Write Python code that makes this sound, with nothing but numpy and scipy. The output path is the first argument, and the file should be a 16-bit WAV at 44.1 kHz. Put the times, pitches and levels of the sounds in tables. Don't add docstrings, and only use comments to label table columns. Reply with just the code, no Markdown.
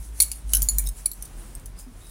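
import sys
import numpy as np
from scipy import signal
from scipy.fft import rfft, irfft
from scipy.io import wavfile
from scipy.ndimage import uniform_filter1d

SR = 44100
rng = np.random.default_rng(int(sys.argv[2]) if len(sys.argv) > 2 else 0)


def wrap_up_sound(samples):
    columns = np.atleast_2d(samples).T
    tamed = np.clip(columns, -1, 1)
    steps = np.round(tamed * 32767).astype(np.int16)
    wavfile.write(sys.argv[1], SR, steps)


def invert_db(level):
    return 10 ** (np.asarray(level, dtype=float) / 20)


N = 92610

# (time [s], level [dB], pitch [Hz], length [s])
NUDGES = [(0., -31.5, 51.53, 0.1), (0.118, -34, 53.77, 0.15), (0.218, -38, 54.5, 0.12),
          (0.316, -38, 54.4, 0.27), (0.477, -28, 50.6, 0.092), (.6, -23, 48.05, 0.22),
          (0.762, -23.5, 47.3, 0.13), (0.865, -25, 46.45, 0.16), (1.054, -41, 46.46, 0.3),
          (1.215, -35.5, 44.84, 0.08), (1.315, -50, 40.43, 0.16), (1.382, -39.5, 40.2, 0.14),
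          (1.481, -38.5, 42.2, 0.077), (1.57, -37.5, 43.56, 0.051), (1.675, -37, 45.3, 0.095),
          (1.755, -38, 46.5, 0.074), (1.825, -41, 43.75, 0.1), (1.948, -44, 43.8, 0.19),
          (2.088, -45, 42.8, 0.16)]
# (multiple of hum, level [dB])
BUZZ_OVERTONES = [(2, -28), (3, -25), (5, -32)]
SWAY_DB, SWAY_HZ = -49.5, 36

# (time [s], level [dB])
RUB = [(0, -50), (.05, -47), (.12, -58), (0.192, -42), (.4, -53.5), (.45, -61), (0.521, -41),
       (0.849, -47.5), (.93, -56), (0.988, -44), (1.04, -52.5), (1.2, -54.5), (1.3, -57), (1.432, -50.5),
       (1.752, -66), (1.801, -44), (1.872, -62.5), (2.1, -50.5)]
# (frequency [Hz], density [dB per Hz])
WOOL_SPECTRUM = [(1500, -14), (2500, -15), (4200, -14.5), (10200, 0), (12100, -11), (14200, -10.5),
                 (16000, -11.5)]

# (frequency [Hz], density [dB per Hz])
AIR_SPECTRUM = [(35, -59), (60, -0.5), (252, -11), (384, -15.5), (497, -19), (815, -19.5), (14300, -39),
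                (16500, -45)]
AIR_DB, STIR_DB = -50.5, 2.5
SLEEVE_DB, SLEEVE_AT_S, SLEEVE_SPAN_S = 2.5, 1.5, .15

# (time [s], crack [dB], ring [dB], tilt [dB per octave])
FIRST_HITS = [
    (.2016, 1.5, -4, -0.5),
    (.2048, -2, -7, -2),
    (.2075, -10.5, -43, -8),
    (.2122, -21, -20, 11),
]
REBOUND_HITS = [
    (.2195, -13, -6.5, 7),
    (.2232, -32, -33, -2),
    (.2257, -5, -12.5, 0),
    (.2288, -26, -18, 2),
    (.2341, -11.5, -35, -3.5),
    (.3160, -12, -22.5, -2.5),
    (.3224, -19, -34, 1),
]
RATTLE_HITS = [
    (.4935, -30.5, -40, -9),
    (.5344, -2, -8.5, -3.),
    (.5366, -3, -20, -3),
    (.5490, -3.5, -11, 6),
    (.5529, -20, -11, -2.5),
    (.559, -25, -20, 1),
    (.5685, -14, -13, -2),
    (.5722, -17, -26, 3),
]
PAIR_HITS = [
    (.6200, -3.5, -13.5, 2),
    (.6277, -9, -13, 13),
]
FREE_HITS = [
    (.6870, -18, -5.5, -2.5),
    (.6950, -20.5, -13, 1),
]
KNOCK_HITS = [
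    (.7840, -4.5, -8.5, 6),
    (.7915, -15, -18.5, 2),
    (.7955, -27, -21, 6.5),
    (.799, -35, -27, 0),
]
SLIP_HITS = [
    (.8715, -17, -20, 0.86),
    (.8881, -26, -19.5, 5.8),
    (.8902, -30, -30, 4.5),
]
LAST_HITS = [
    (1.0570, -34, -22, 2.1),
    (1.0590, -14, -3, 3.5),
    (1.0622, -33, -16.5, 2.33),
]
AFTER_HITS = [
    (1.1151, -21, -21.5, 0),
    (1.1185, -29, -26, 2),
    (1.133, -34, -31, 0),
]
TICK_HITS = [
    (1.2215, -38, -36, 5),
    (1.2241, -19, -25, 4),
    (1.2272, -29, -30.5, -1),
    (1.2495, -35, -37, -2),
    (1.2535, -24, -35, -1.5),
    (1.2562, -32, -34, 3),
    (1.2762, -34, -44, 1),
]
SMALL_HITS = [
    (1.5512, -25.5, -25.5, 1.5),
    (1.597, -32, -46, 1),
    (1.6581, -22, -38, 3),
    (1.6624, -26.5, -50, 0),
    (1.7893, -23.5, -44, 5),
    (1.795, -30, -53, -2),
    (2.0687, -36, -42, -10),
]

# (frequency [Hz], level [dB], T60 [s])
FIRST_MODES = [(830, -41, 0.047), (2270, -22.5, 0.096), (4367, -7.5, 0.061), (5680, -14, 0.033),
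               (6990, -10.5, 0.062), (9800, -27, 0.064), (10130, 5, 0.018), (10720, 5.5, 0.03),
               (13550, -4, 0.041)]
REBOUND_MODES = [(4370, -19, 0.028), (5640, -10.5, 0.026), (7040, -5.5, 0.035), (9440, -2, .03),
                 (10430, 3.5, 0.034), (10670, 4, 0.021), (14100, -0.5, 0.03)]
RATTLE_MODES = [(3030, -13.5, 0.012), (4010, -18, 0.033), (5560, -10, 0.031), (6070, -10, 0.038),
                (7140, -17, .03), (8300, -20, 0.024), (9940, -3, 0.069), (10680, 3, 0.033),
                (11140, 6, 0.016), (12700, -7, .025), (14100, 0, 0.024)]
PAIR_MODES = [(4330, -16, .03), (7000, -9, .11), (9000, -16, .03), (10200, -6, .04), (13500, -2, .02),
              (14100, 0, .017)]
FREE_MODES = [(839, -42, 0.061), (2170, -35.5, .078), (4396, -9, 0.035), (6980, 1, 0.047),
              (9880, 1.5, 0.037), (10060, -9, 0.13), (13790, -8, 0.066)]
KNOCK_MODES = [(860, -16, 0.046), (1830, -11.5, 0.034), (2300, -17.5, 0.11), (4130, -10, 0.027),
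               (6000, -11.5, 0.036), (7030, -5.5, 0.057), (8540, -1.5, 0.027), (9890, -7, 0.077),
               (9700, -8, 0.091), (10600, -9, 0.036), (13860, -3.5, 0.038), (15000, -8, 0.023)]
SLIP_MODES = [(3850, -7.5, 0.024), (5350, -9, 0.036), (6500, -3, 0.023), (8320, 2.5, .018),
              (9600, -6, 0.03), (11040, -2.5, 0.028), (14800, -2, 0.016)]
LAST_MODES = [(2285, -21.5, 0.045), (4186, -14, 0.021), (4460, -12.5, 0.026), (5730, -17, 0.037),
              (7226, -20, 0.047), (7780, -17.5, .04), (10100, 5.5, 0.019), (10400, -13, 0.051),
              (13550, -12, .03)]
AFTER_MODES = [(4250, -3, 0.016), (5740, -26, .02), (7950, -8, 0.031), (10200, 0, .02),
               (11600, -0.5, 0.031), (14000, -5, .03), (15700, -6, .016)]
TICK_MODES = [(3660, -16, 0.025), (6000, -4.5, 0.039), (9230, 1, 0.027), (10400, 2, 0.023),
              (12300, -18, 0.018), (13900, -3, .025)]
SMALL_MODES = [(5170, -13, 0.035), (6400, -14.5, 0.035), (8390, 4.5, 0.027), (9700, -3.5, 0.033),
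               (14034, -12, .03), (14900, -20, 0.024)]

# (frequency [Hz], density [dB per Hz])
CRACK_SPECTRUM = [(710, -68), (1200, -33), (4280, -12), (8000, -3.5), (10300, 1.5), (14200, -10),
                  (16500, -14.5)]
CRACK_T60_S, AFTER_T60_S, AFTER_DB, LUMPY_DB = 0.0073, 0.13, -19, 4.5
CHATTER_SHARE, CHATTER_WIDTH_RATIO, CHATTER_HZ, CHATTER_S = .8, .026, 60, .008
DETUNE_RATIO, LINGER_DB, LINGER_T60_RATIO = 0.0063, -27, 9.7
ROOM_DB, ROOM_T60_S = -18.5, 0.22

# (time
# [s], length [s], level [dB], frequency [Hz])
SCRAPES = [(0.345, .06, -47.5, 9140), (0.35, 0.052, -50.5, 11200), (0.492, 0.031, -48.5, 8300),
           (0.851, 0.024, -45, 9100), (0.864, 0.037, -49, 3850), (0.957, 0.052, -55, 10400),
           (1.209, 0.013, -56.5, 6030), (1.238, 0.017, -45, 8940), (1.244, .014, -63, 6030),
           (1.768, 0.11, -62, 5040), (2.013, 0.13, -60.5, 3800), (1.631, 0.1, -46.5, 90),
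           (.534, 0.018, -31.5, 2930), (.535, 0.073, -50.5, 1540), (1.865, 0.071, -49, 245),
           (0.864, 0.011, -38, 15200)]
SCRAPE_WIDTH_RATIO, GRAIN_DB, GRAIN_HZ = .08, 4, 403

# (time [s], length [s], level [dB], start [Hz], end [Hz])
SLIDES = [
    (.853, .014, -45, 11200, 12300),
    (.856, .019, -46, 5500, 5300),
    (.877, .009, -51, 6000, 6900),
    (1.13, .013, -42, 11400, 11100),
    (1.146, .014, -53, 8300, 9200),
    (.493, .022, -49, 10500, 10800),
]
SLIDE_WIDTH_RATIO = .06


def evened(x):
    return x / np.sqrt(np.mean(x ** 2) + 1e-20)


def coloured(x, points):
    f, db = np.transpose(points)
    hz = np.fft.rfftfreq(len(x), 1 / SR)
    gain_db = np.interp(np.log(hz + 1), np.log(f + 1), db)
    return irfft(rfft(x) * invert_db(gain_db), len(x))


def wobble(shape, width_hz):
    z = rng.standard_normal(shape) + 1j * rng.standard_normal(shape)
    hz = np.fft.fftfreq(shape[-1], 1 / SR)
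    z = np.fft.ifft(np.fft.fft(z) / (1 + (2 * hz / width_hz) ** 2))
    return z / np.sqrt(np.mean(abs(z) ** 2, -1, keepdims=True))


def add(mix, start_s, sound):
    part = mix[max(round(start_s * SR), 0):][:len(sound)]
    part += sound[:len(part)]


def table():
    t = np.arange(N) / SR
    at_s, _, hz, _ = np.transpose(NUDGES)
    phase = 2 * np.pi * np.cumsum(np.interp(t, at_s, hz)) / SR
    push = np.zeros(N)
    for s, db, _, length_s in NUDGES:
        push += invert_db(db) * np.cos(np.pi * np.clip((t - s) / length_s, -.5, .5))
    buzz = np.zeros(N)
    for multiple, db in BUZZ_OVERTONES:
        buzz += invert_db(db) * (wobble((N,), 21.0) * np.exp(1j * multiple * phase)).real
    sway = invert_db(SWAY_DB) * (wobble((N,), 7.5) * np.exp(2j * np.pi * SWAY_HZ * t)).real
    return np.sqrt(2) * (push * (np.sin(phase) + buzz) + sway)


def wool():
    s, db = np.transpose(RUB)
    snag_size = invert_db(3.5 * np.minimum(rng.exponential(1, N), 5))
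    snags = snag_size * (rng.random(N) < 2500 / SR) * rng.standard_normal(N)
    z = signal.stft(rng.standard_normal(N) + 0.48 * evened(snags), nperseg=256)[2]
    patches = uniform_filter1d(rng.standard_normal(z.shape), 5, axis=0)
    patches = evened(uniform_filter1d(patches, 12, axis=1))
    hiss = signal.istft(z * invert_db(2.0 * patches), nperseg=256)[1][:N]
    return evened(coloured(hiss, WOOL_SPECTRUM)) * invert_db(np.interp(np.arange(N) / SR, s, db))


def air():
    t = np.arange(N) / SR
    sleeve_db = SLEEVE_DB * np.exp(-((t - SLEEVE_AT_S) / SLEEVE_SPAN_S) ** 2)
    stir_db = STIR_DB * wobble((N,), 8.5).real
    hiss = evened(coloured(rng.standard_normal(N), AIR_SPECTRUM))
    return invert_db(AIR_DB + sleeve_db + stir_db) * hiss


def clinks(hits, modes):
    out, t = np.zeros(N), np.arange(8192) / SR
    hz, db, t60_s = np.transpose(modes)[:, :, None]
    fall_db = -60 * t / np.clip(t60_s, .015, .2)
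    decay = invert_db(fall_db) + invert_db(LINGER_DB + fall_db / LINGER_T60_RATIO)
    share = CHATTER_SHARE * np.minimum(t / CHATTER_S, 1)
    crack_decay = invert_db(-60 * t / CRACK_T60_S) + invert_db(AFTER_DB - 60 * t / AFTER_T60_S)
    onset = np.minimum(t / 0.0007, 1)
    for s, crack_db, ring_db, tilt_db in hits:
        detune = 1 + DETUNE_RATIO * rng.standard_normal((len(modes), 1))
        chatter = wobble(fall_db.shape, CHATTER_WIDTH_RATIO * hz + CHATTER_HZ)
        rough = 1 - share + share * chatter
        size = invert_db(db + tilt_db * np.log2(hz / 9000)) * decay
        tones = (rough * np.exp(2j * np.pi * hz * detune * t)).imag
        ring = (size * tones).sum(0)
        tilted = [(f, d + tilt_db * np.log2(f / 9000)) for f, d in CRACK_SPECTRUM]
        noise = evened(coloured(rng.standard_normal(len(t)), tilted))
        lumps = evened(uniform_filter1d(rng.standard_normal(4097), size=120))
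        crack = evened(irfft(rfft(noise) * invert_db(LUMPY_DB * lumps))) * crack_decay
        add(out, s, onset * .5 * (invert_db(crack_db) * crack + invert_db(ring_db) * ring))
    return out


def room(x):
    taps = np.zeros(8000)
    at = np.arange(60, 7960, 20) + rng.integers(0, 20, 395)
    taps[at] = rng.choice([-1., 1.], 395) * invert_db(-60 * at / SR / ROOM_T60_S)
    return signal.fftconvolve(x, taps / np.linalg.norm(taps))[:N]


def scrapes():
    out, t = np.zeros(N), np.arange(8192) / SR
    for s, length_s, db, hz in SCRAPES:
        line = wobble(t.shape, SCRAPE_WIDTH_RATIO * hz) * np.exp(2j * np.pi * hz * t)
        grain_db = GRAIN_DB * (hz > 2000) * wobble(t.shape, GRAIN_HZ).real
        swell = np.sin(np.pi * np.clip(t / length_s, 0, 1) ** 0.31) ** .5
        add(out, s, np.sqrt(2) * invert_db(db + grain_db) * line.real * swell)
    return out


def slides():
    out, t = np.zeros(N), np.arange(4096) / SR
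    for s, length_s, db, start_hz, end_hz in SLIDES:
        way = np.clip(t / length_s, 0, 1)
        hz = start_hz + (end_hz - start_hz) * way
        fuzz = .5 + wobble(t.shape, SLIDE_WIDTH_RATIO * start_hz)
        tone = (fuzz * np.exp(2j * np.pi * np.cumsum(hz) / SR)).real
        add(out, s, np.sqrt(2) * invert_db(db) * tone * np.sin(np.pi * way) ** .5)
    return out


def scene():
    contacts = [
        (FIRST_HITS, FIRST_MODES), (REBOUND_HITS, REBOUND_MODES), (RATTLE_HITS, RATTLE_MODES),
        (PAIR_HITS, PAIR_MODES), (FREE_HITS, FREE_MODES), (KNOCK_HITS, KNOCK_MODES),
        (SLIP_HITS, SLIP_MODES), (LAST_HITS, LAST_MODES), (AFTER_HITS, AFTER_MODES),
        (TICK_HITS, TICK_MODES), (SMALL_HITS, SMALL_MODES)]
    bed = table() + wool() + air()
    needles = sum(clinks(hits, modes) for hits, modes in contacts) + scrapes() + slides()
    return (bed + needles + invert_db(ROOM_DB) * room(needles))[None]


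def band_limit(x):
    return signal.sosfilt(signal.butter(12, 16970, fs=SR, output="sos"), x)


def record(dry):
    lowpass = signal.firwin(801, 15900, window=("kaiser", 8), fs=SR)
    low = signal.oaconvolve(dry, lowpass[None], "same")
    top = dry - low
    gate = np.clip(uniform_filter1d(abs(top), size=128) / invert_db(-29), 0, 1) ** 2
    mix = low + gate * top
    return band_limit(mix)


dry = scene()
out = record(dry)
wrap_up_sound(out)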